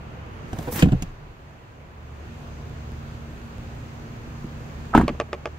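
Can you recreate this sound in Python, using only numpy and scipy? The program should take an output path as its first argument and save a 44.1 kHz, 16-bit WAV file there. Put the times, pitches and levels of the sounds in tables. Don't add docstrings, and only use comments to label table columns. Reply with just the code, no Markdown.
import sys
import numpy as np
from scipy import signal
from scipy.fft import rfft, irfft, next_fast_len
from scipy.io import wavfile
from scipy.ndimage import uniform_filter1d

SR = 44100
rng = np.random.default_rng(int(sys.argv[2]) if len(sys.argv) > 2 else 0)


def natural_amplitude(level_db):
    exponent = np.asarray(level_db, float) / 20
    return 10 ** exponent


def store_wav(level_fs):
    pcm = np.round(np.clip(np.atleast_2d(level_fs), -1, 1) * 32767)
    wavfile.write(sys.argv[1], SR, pcm.T.astype(np.int16))


N = 246078

ENGINE_DB = -36.5

# pitch_hz, level_db, t60_s
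SEAT_FRAME = [(325, -5.5, 0.053), (510, -11, 0.1), (730, -8, 0.051), (940, -7, 0.02), (1400, -4, 0.0074)]
# pitch_hz, level_db, t60_s
DOOR_SKIN = [(417, -2.5, 0.14), (550, -5, 0.06), (770, 8.5, 0.035), (900, 10, 0.023), (1270, 4, 0.022),
             (1520, -2, .04), (1954, -20, 0.038)]
# pitch_hz, level_db (per Hz)
DOOR_CRACK = [(400, -2), (1000, 12.5), (2000, 3), (3000, -12), (4600, -32), (7500, -9), (9500, -16),
              (13000, -21), (16000, -26)]


def unit(x):
    return x / np.sqrt(np.mean(x ** 2))


def curve(table):
    start_s, level_db = np.transpose(table)
    return np.interp(np.arange(N) / SR, start_s, level_db)


def on_log(hz, table):
    pitch_hz, level_db = np.transpose(table)
    return np.interp(np.log(hz), np.log(pitch_hz), level_db)


def band(x, lo_hz, hi_hz, order=2):
    edges_hz = [lo_hz, min(hi_hz, .45 * SR)]
    return signal.sosfilt(signal.butter(order, edges_hz, "bandpass", fs=SR, output="sos"), x)


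def walk(rate):
    hold = int(SR / rate)
    steps = np.repeat(rng.standard_normal(N // hold + 1), hold)
    return 1.304 * uniform_filter1d(uniform_filter1d(steps, hold), hold)[:N]


def burst(start_s, rise_s, t60_s):
    since = np.maximum(np.arange(N) / SR - start_s, 0)
    return (1 - np.exp(-since / rise_s)) * 1000. ** (-since / t60_s)


def ring(modes, t, push_s, spread):
    out = 0
    chance = rng.standard_normal((2 * len(modes), 3))
    for (hz, db, t60_s), (share, detune, turn) in zip(modes * 2, chance):
        tone = np.sin(2 * np.pi * hz * (1 + spread * detune) * t + .5 * turn)
        out = out + natural_amplitude(db + 1.3 * share) * tone * 1000. ** (-t / t60_s)
    out = out * (1 - np.exp(-t / push_s))
    return out / np.abs(out).max()


def knocks(rows, low, high, crack, push_s, spread, spike, lag_s, pan_db, wet_db, wet_t60):
    t = np.arange(SR // 3) / SR
    start = int(rows[0][0] * SR)
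    dry = np.zeros(int(rows[-1][0] * SR) - start + SR)
    colour = natural_amplitude(on_log(np.maximum(np.fft.rfftfreq(len(t), 1 / SR), 1), crack))
    tick = np.roll(irfft(colour, len(t)), shift=30) * (t < .003)
    tick = tick / tick.max()
    for s, low_db, high_db, click_db, click_t60 in rows:
        scrape = unit(irfft(rfft(rng.standard_normal(len(t))) * colour, len(t)))
        click = scrape * 1000. ** (-t / click_t60) - spike * tick
        blow = natural_amplitude(low_db) * ring(low, t, push_s, spread / 2)
        blow = blow + natural_amplitude(high_db) * ring(high, t, push_s / 4, spread)
        blow = blow + natural_amplitude(click_db) * click
        at = int((s + .0008) * SR) - start
        dry[at:at + len(t)] += blow
    tails = band(rng.standard_normal((2, len(t))), 610, 5200, order=1)
    tails = tails * 1000. ** (-t / wet_t60) * (t > .002)
    tails = tails / np.sqrt(np.sum(tails ** 2, axis=1, keepdims=True))
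    wet = signal.fftconvolve(dry[None], tails, axes=1)[:, :len(dry)]
    places = np.arange(len(dry))
    late = np.interp(places - lag_s * SR, places, dry)
    direct = np.array([late * natural_amplitude(pan_db / 2), dry * natural_amplitude(-pan_db / 2)])
    out = np.zeros((2, N + SR))
    out[:, start:start + len(dry)] = direct + natural_amplitude(wet_db) * wet
    return out[:, :N]


def engine(engine_db, fan_db):
    cylinder_db = [0, 4.5, -4.5, -3, -3, -4, -0.5, 0.5]
    # pitch_hz, width_hz, level_db
    exhaust = [(36.8, 8.4, -3), (71.4, 15, 2.5), (123.5, 11, -3.5), (142.6, 27, -2.5), (275, 96, -10),
               (430, 115, -13.5)]
    # pitch_hz, level_db (under the engine)
    orders = [(58, -17.5), (116, -10), (145.2, -10.5), (290, -26), (319, -25.5), (360, -30), (410, -25)]
    firing_hz = 36.14
    count = int(N / SR * firing_hz) - 1
    jitter, strength = rng.standard_normal((count, 2)).T
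    at = (np.arange(count) + .5 + .03 * jitter) * SR / firing_hz
    pulses = np.zeros(N)
    pulses[at.astype(int)] = natural_amplitude(np.resize(cylinder_db, count) + 2.0 * strength)
    pipe = 0
    for k, (hz, width_hz, db) in enumerate(exhaust):
        resonance = unit(band(pulses, hz - width_hz / 2, hz + width_hz / 2, order=1))
        pipe = pipe + (-1) ** k * natural_amplitude(db) * resonance

    drift = np.cumsum(1 + 0.002 * walk(1.493)) / SR
    lines = [(hz, engine_db + db) for hz, db in orders]
    boom_db = -47 + .35 * (engine_db - ENGINE_DB) + 2.5 * walk(3)
    lines += [(72.6, boom_db), (232, fan_db), (992, -70)]
    hum = 0
    for hz, db in lines:
        hum = hum + natural_amplitude(db + 1.55 * walk(4.97)) * np.sqrt(2) * np.sin(2 * np.pi * hz * drift)
    return natural_amplitude(engine_db - 6.0) * unit(pipe) + hum


def shove():
    # start_s, level_db
    shoves = [
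        (.46, -51),
        (1.03, -48),
    ]
    foam = unit(band(rng.standard_normal(N), 90, 470, order=1))
    return foam * sum(natural_amplitude(db) * burst(s, rise_s=0.05, t60_s=0.34) for s, db in shoves)


def slide():
    # start_s, level_db (against the fastest slip)
    drag = [(.48, -46), (.6, -22), (.702, -24), (.718, -5.5), (.745, -0.5), (.775, 0.5), (.81, -20),
            (.835, -22), (.85, -40)]
    t = np.arange(N) / SR
    drag_db = curve(drag)
    moving = 1. * (t > drag[0][0]) * (t < drag[-1][0] + .1)
    moving = uniform_filter1d(moving, size=2000)
    slips = rng.standard_normal((5, N)) * natural_amplitude(1.5 * walk(250))

    hiss = unit(band(slips[:2], 8300, 19000) + 0.44 * band(slips[:2], 5200, 9600))
    hiss = hiss * natural_amplitude(-30.5 + drag_db + np.array([[-1.5], [1.5]]))

    rub = slips[2] + 4.2 * slips[:2]
    rustle_db = -32.5 + 1.1 * np.interp(t - 0.03, t, drag_db)
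    rustle = unit(band(rub, 2600, 7000, order=1)) + unit(band(rub, 570, 3100))
    rustle = rustle * natural_amplitude(rustle_db + 2.1 * walk(88.5))

    rumble_db = -31.5 + 0.39 * np.interp(t - 0.012, t, drag_db)
    rumble = unit(band(slips[3], 79, 270, order=1)) * natural_amplitude(rumble_db)

    pump = natural_amplitude(-22.5) * burst(0.825, rise_s=.02, t60_s=1)
    sway = unit(band(slips[4], 24, 34.3)) * (natural_amplitude(-55) * moving + pump)
    return (hiss + rustle + rumble) * moving + sway


def seat_drop():
    # start_s, thud_db, frame_db, click_db (all peaks), click_t60_s
    seat = [(0.673, -28, -20, -54, 0.03), (0.681, -26, -19, -45, 0.03), (0.791, -43, -23, -29, 0.026),
            (0.816, -37, -41, -35, 0.058), (0.823, -25, -9.5, -18.5, 0.042), (0.829, 2, -25, -30, 0.03),
            (0.856, -4.5, -19.5, -40, 0.03), (0.871, -7.5, -34, -49, 0.03), (0.886, -17, -26, -40.5, 0.033),
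            (0.92, -9.5, -27, -36, 0.035), (0.928, -3.5, -21, -61, 0.03)]
    # pitch_hz, level_db, t60_s
    cushion = [(65, -9, 0.29), (89.4, -3.5, 0.17), (130, -4.5, 0.16), (165.6, 12.5, 0.059), (212, 2, 0.05),
               (269, 2, 0.052)]
    # pitch_hz, level_db (per Hz)
    seat_crack = [(500, -10), (1200, 5.5), (2800, 13.5), (5300, -4), (7600, 4.5), (9500, -21), (12000, -7),
                  (16000, -18)]
    return knocks(seat, cushion, SEAT_FRAME, seat_crack, push_s=0.0034, spread=0.0503, spike=0.93,
                  lag_s=0.00024, pan_db=-1.4, wet_db=-9.5, wet_t60=0.07)


def buckle_snaps():
    # start_s, thud_db, frame_db, click_db (all peaks), click_t60_s
    snaps = [
        (0.53, -20, -22.5, -41, 0.036),
        (0.587, -23, -24.5, -37, 0.024),
        (1.022, -17, -29, -29, 0.036),
    ]
    # pitch_hz, level_db, t60_s
    seat_base = [(60, -9, 0.11), (110, -2.5, 0.11), (169, 1, 0.075), (240, -0.5, 0.036)]
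    # pitch_hz, level_db (per Hz)
    snap_crack = [(700, 3), (1300, -6), (3000, 6), (4200, -8.5), (5500, 0.5), (7500, 3.5), (9300, -12),
                  (11000, -8), (16000, -14)]
    return knocks(snaps, seat_base, SEAT_FRAME, snap_crack, push_s=0.001, spread=0.052, spike=5.5,
                  lag_s=0.00021, pan_db=-1.5, wet_db=-9.0, wet_t60=0.023)


def door_slam():
    # start_s, thud_db, skin_db, click_db (all peaks), click_t60_s
    door = [
        (4.274, -29, -45, -55, 0.026),
        (4.443, -24, -49, -41, 0.024),
        (4.949, -2.5, 0.5, -12.5, 0.033),
        (4.963, -7, -32, -38, 0.072),
        (4.976, -3.5, -6.5, -13, 0.048),
        (4.997, -17, -12, -36, 0.04),
        (5.011, -11.5, -20, -24, 0.06),
        (5.034, -11.5, -42, -43, 0.04),
        (5.099, -19.5, -47, -56, 0.04),
    ]
    # pitch_hz, level_db, t60_s
    door_shell = [(37.2, -7.5, 0.24), (63.2, -13.5, 0.48), (125.5, -10, 0.25), (166, -4.5, 0.17),
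                  (203, 1.5, 0.072), (240, 4, 0.092), (304, 4, 0.052)]
    return knocks(door, door_shell, DOOR_SKIN, DOOR_CRACK, push_s=0.0022, spread=0.058, spike=0.26,
                  lag_s=-0.000055, pan_db=-0.5, wet_db=-18.0, wet_t60=0.22)


def door_latch():
    # start_s, knock_db, ring_db, click_db (all peaks), click_t60_s
    latch = [
        (4.931, -25, -47, -52, .02),
        (4.937, -18, -15.5, -48, .02),
    ]
    # pitch_hz, level_db, t60_s
    latch_ring = [(1293, 6, 0.086), (1306, -5, .1), (1090, -16, .08), (1500, -19, 0.073)]
    return knocks(latch, DOOR_SKIN, latch_ring, DOOR_CRACK, push_s=0.0014, spread=.005, spike=.3,
                  lag_s=-0.000048, pan_db=-3.0, wet_db=-5, wet_t60=0.075)


def door_clatter():
    # start_s, level_db
    shakes = [
        (4.945, -26),
        (4.976, -43),
    ]
    grains = rng.standard_normal((3, N)) * natural_amplitude(4.0 * walk(400))
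    clatter = unit(band(grains[2] + .5 * grains[:2], 750, 2900))
    clatter = clatter + natural_amplitude(-6) * unit(band(grains[2] + grains[:2], 1900, 3600))
    clatter = clatter + natural_amplitude(-22) * unit(band(grains[:2], 4000, 15000, order=1))
    shaking = 0
    for s, db in shakes:
        settling = natural_amplitude(-24) * burst(s, 0.0069, t60_s=0.52)
        shaking = shaking + natural_amplitude(db) * (burst(s, 0.0069, t60_s=0.14) + settling)
    return clatter * shaking


def trim_taps():
    # start_s, knock_db (peak)
    taps = [
        (5.079, -11.5),
        (5.199, -12),
        (5.329, -16.5),
        (5.455, -17.5),
    ]
    # delay_s, knock_db, ring_db, click_db (against the tap)
    bounces = [
        (.011, -10.5, -12, -10.5),
        (.018, -12, -14.5, -16.5),
    ]
    # start_s, knock_db (peak)
    back_taps = [
        (5.148, -33),
        (5.287, -37.5),
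    ]
    # pitch_hz, level_db, t60_s
    trim_low = [(376, -7.5, 0.12), (461, 1, 0.043), (605, 7, 0.034), (680, -4, 0.02), (845, -8, 0.066)]
    trim_high = [(1124, 4, 0.037), (1230, -1.5, 0.047), (1440, -11, 0.016), (1650, -2.5, 0.04),
                 (1830, -16, 0.03), (2010, -6.5, 0.041), (2440, -1, 0.016)]
    # pitch_hz, level_db (per Hz)
    trim_crack = [(300, -14), (900, -2), (1800, 1), (2600, 2.5), (3800, -9), (5300, -12), (7500, -18),
                  (9000, -32), (16000, -35)]
    hits = []
    for s, db in taps:
        for late_s, knock_db, ring_db, click_db in [(0.0006, 0, 0, 0)] + bounces:
            hits.append((s + late_s, db + knock_db, db - 3.5 + ring_db, db - 9.5 + click_db, 0.018))
    for s, db in back_taps:
        hits.append((s, db, db - 3.5 - 4, db - 9.5 - 12, 0.018))
    return knocks(sorted(hits), trim_low, trim_high, trim_crack, push_s=0.00066, spread=0.033, spike=2.4,
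                  lag_s=-0.000034, pan_db=-0.5, wet_db=-20.5, wet_t60=0.07)


def insect():
    # start_s, level_db
    chirps = [(.31, -72), (1.28, -86), (2.35, -75), (3.41, -74), (4.36, -74), (5.37, -82)]
    t, loudness = np.arange(N) / SR, 0
    for s, db in chirps:
        loudness = loudness + natural_amplitude(db) * np.sin(np.pi * np.clip((t - s) / 0.095, 0, 1)) ** .5
    return loudness * np.sin(2 * np.pi * 11080 * t)


def yard(engine_db, yard_db, hiss_db):
    # pitch_hz, level_db (per Hz)
    ground = [(13, -46), (22, -16), (76, -1), (152, -6.5), (197, -11.5), (233, -13.5), (260, -14.5),
              (1800, -29), (2340, -77), (3960, -120)]
    # pitch_hz, side_db (against the middle)
    width = [(60, -13), (110, -20.5), (200, -4), (380, -8), (700, -0.5), (1290, 3), (2380, -0.5),
             (4400, 1.5), (8120, 0.5), (15000, 1)]
    # pitch_hz, level_db (per Hz)
    air = [(2000, 0), (2600, 0), (3200, -5.5), (3900, -9), (4400, -9), (5500, -13.5), (5900, -13.5),
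           (6100, -9), (6300, -9.5), (6500, -12.5), (6750, -11), (8300, -20.5), (9600, -27), (12500, -22.5)]
    size = next_fast_len(N)
    hz = np.maximum(np.fft.rfftfreq(size, 1 / SR), 1)
    air_db = -31
    shape = natural_amplitude(on_log(hz, ground[:-2] + [(f, db + air_db) for f, db in air]))
    bass = shape[(hz > 40) & (hz < 300)]
    shape = shape / np.sqrt(2 * np.sum(bass ** 2) / size)
    noise = rfft(rng.standard_normal((2, size))) * [shape, shape * natural_amplitude(on_log(hz, width))]
    out, swell = 0, walk(1.453)
    for octave in np.arange(4, 14.5, .5):
        window = np.cos(np.pi * np.clip(np.log2(hz) - octave, -.5, .5)) ** 2
        mid, side = irfft(noise * window, size)[:, :N]
        level_db = engine_db + np.interp(octave, [7.6, 8.8], [0, 1]) * (yard_db - engine_db)
        level_db = level_db + np.interp(octave, [11.3, 12.3], [0, 1]) * (hiss_db - yard_db)
        flicker_db = 1.06 * swell + 0.79 * walk(12)
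        out = out + natural_amplitude(level_db + flicker_db) * (mid + side * np.array([[1], [-1]]))
    return natural_amplitude(-3.0) * out


def scene():
    # start_s, open_db (against the open doorway)
    openness = [(0, -3.5), (.3, -3), (.46, -1), (1.05, -2.5), (1.13, -6.5), (1.6, -8), (1.98, -7),
                (2.2, -3.5), (2.45, -1.5), (3.0, 0.25), (4.2, 0.03), (4.8, 1), (5.12, -0.9), (5.3, -4.5),
                (5.58, -4.5)]
    open_db = curve(openness)
    away_db = -4.5 * np.clip((.62 - np.arange(N) / SR) / .15, 0, 1)
    engine_db = ENGINE_DB + 1.3 * open_db
    yard_db = -35.5 + .8 * open_db
    hiss_db = -35 + 1.36 * open_db + away_db
    fan_db = -48 + 2.2 * open_db
    steady = engine(engine_db, fan_db) + yard(engine_db, yard_db, hiss_db)
    steady = steady * natural_amplitude(np.array([[-.45], [.45]]))
    seat = shove() + slide() + seat_drop() + buckle_snaps()
    door = door_latch() + door_slam() + door_clatter() + trim_taps()
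    return steady + seat + door + insect()


def roll_off(x):
    return signal.sosfilt(signal.butter(12, 16470, fs=SR, output="sos"), x)


def record(dry):
    # pitch_hz, level_db
    whines = [(15000, -106), (12230, -96), (9100, -125)]
    own = natural_amplitude(-79) * unit(band(rng.standard_normal(dry.shape), 7900, 19000, order=1))
    for hz, db in whines:
        own = own + natural_amplitude(db) * np.sqrt(2) * np.sin(2 * np.pi * hz * np.arange(N) / SR)
    rounded = np.tanh(0.9 * (dry + own)) / 0.89
    top_cut = signal.ellip(10, .2, 40, 15720, fs=SR, output="sos")
    return roll_off(signal.sosfilt(top_cut, rounded))


dry = scene()
out = record(dry)
store_wav(out)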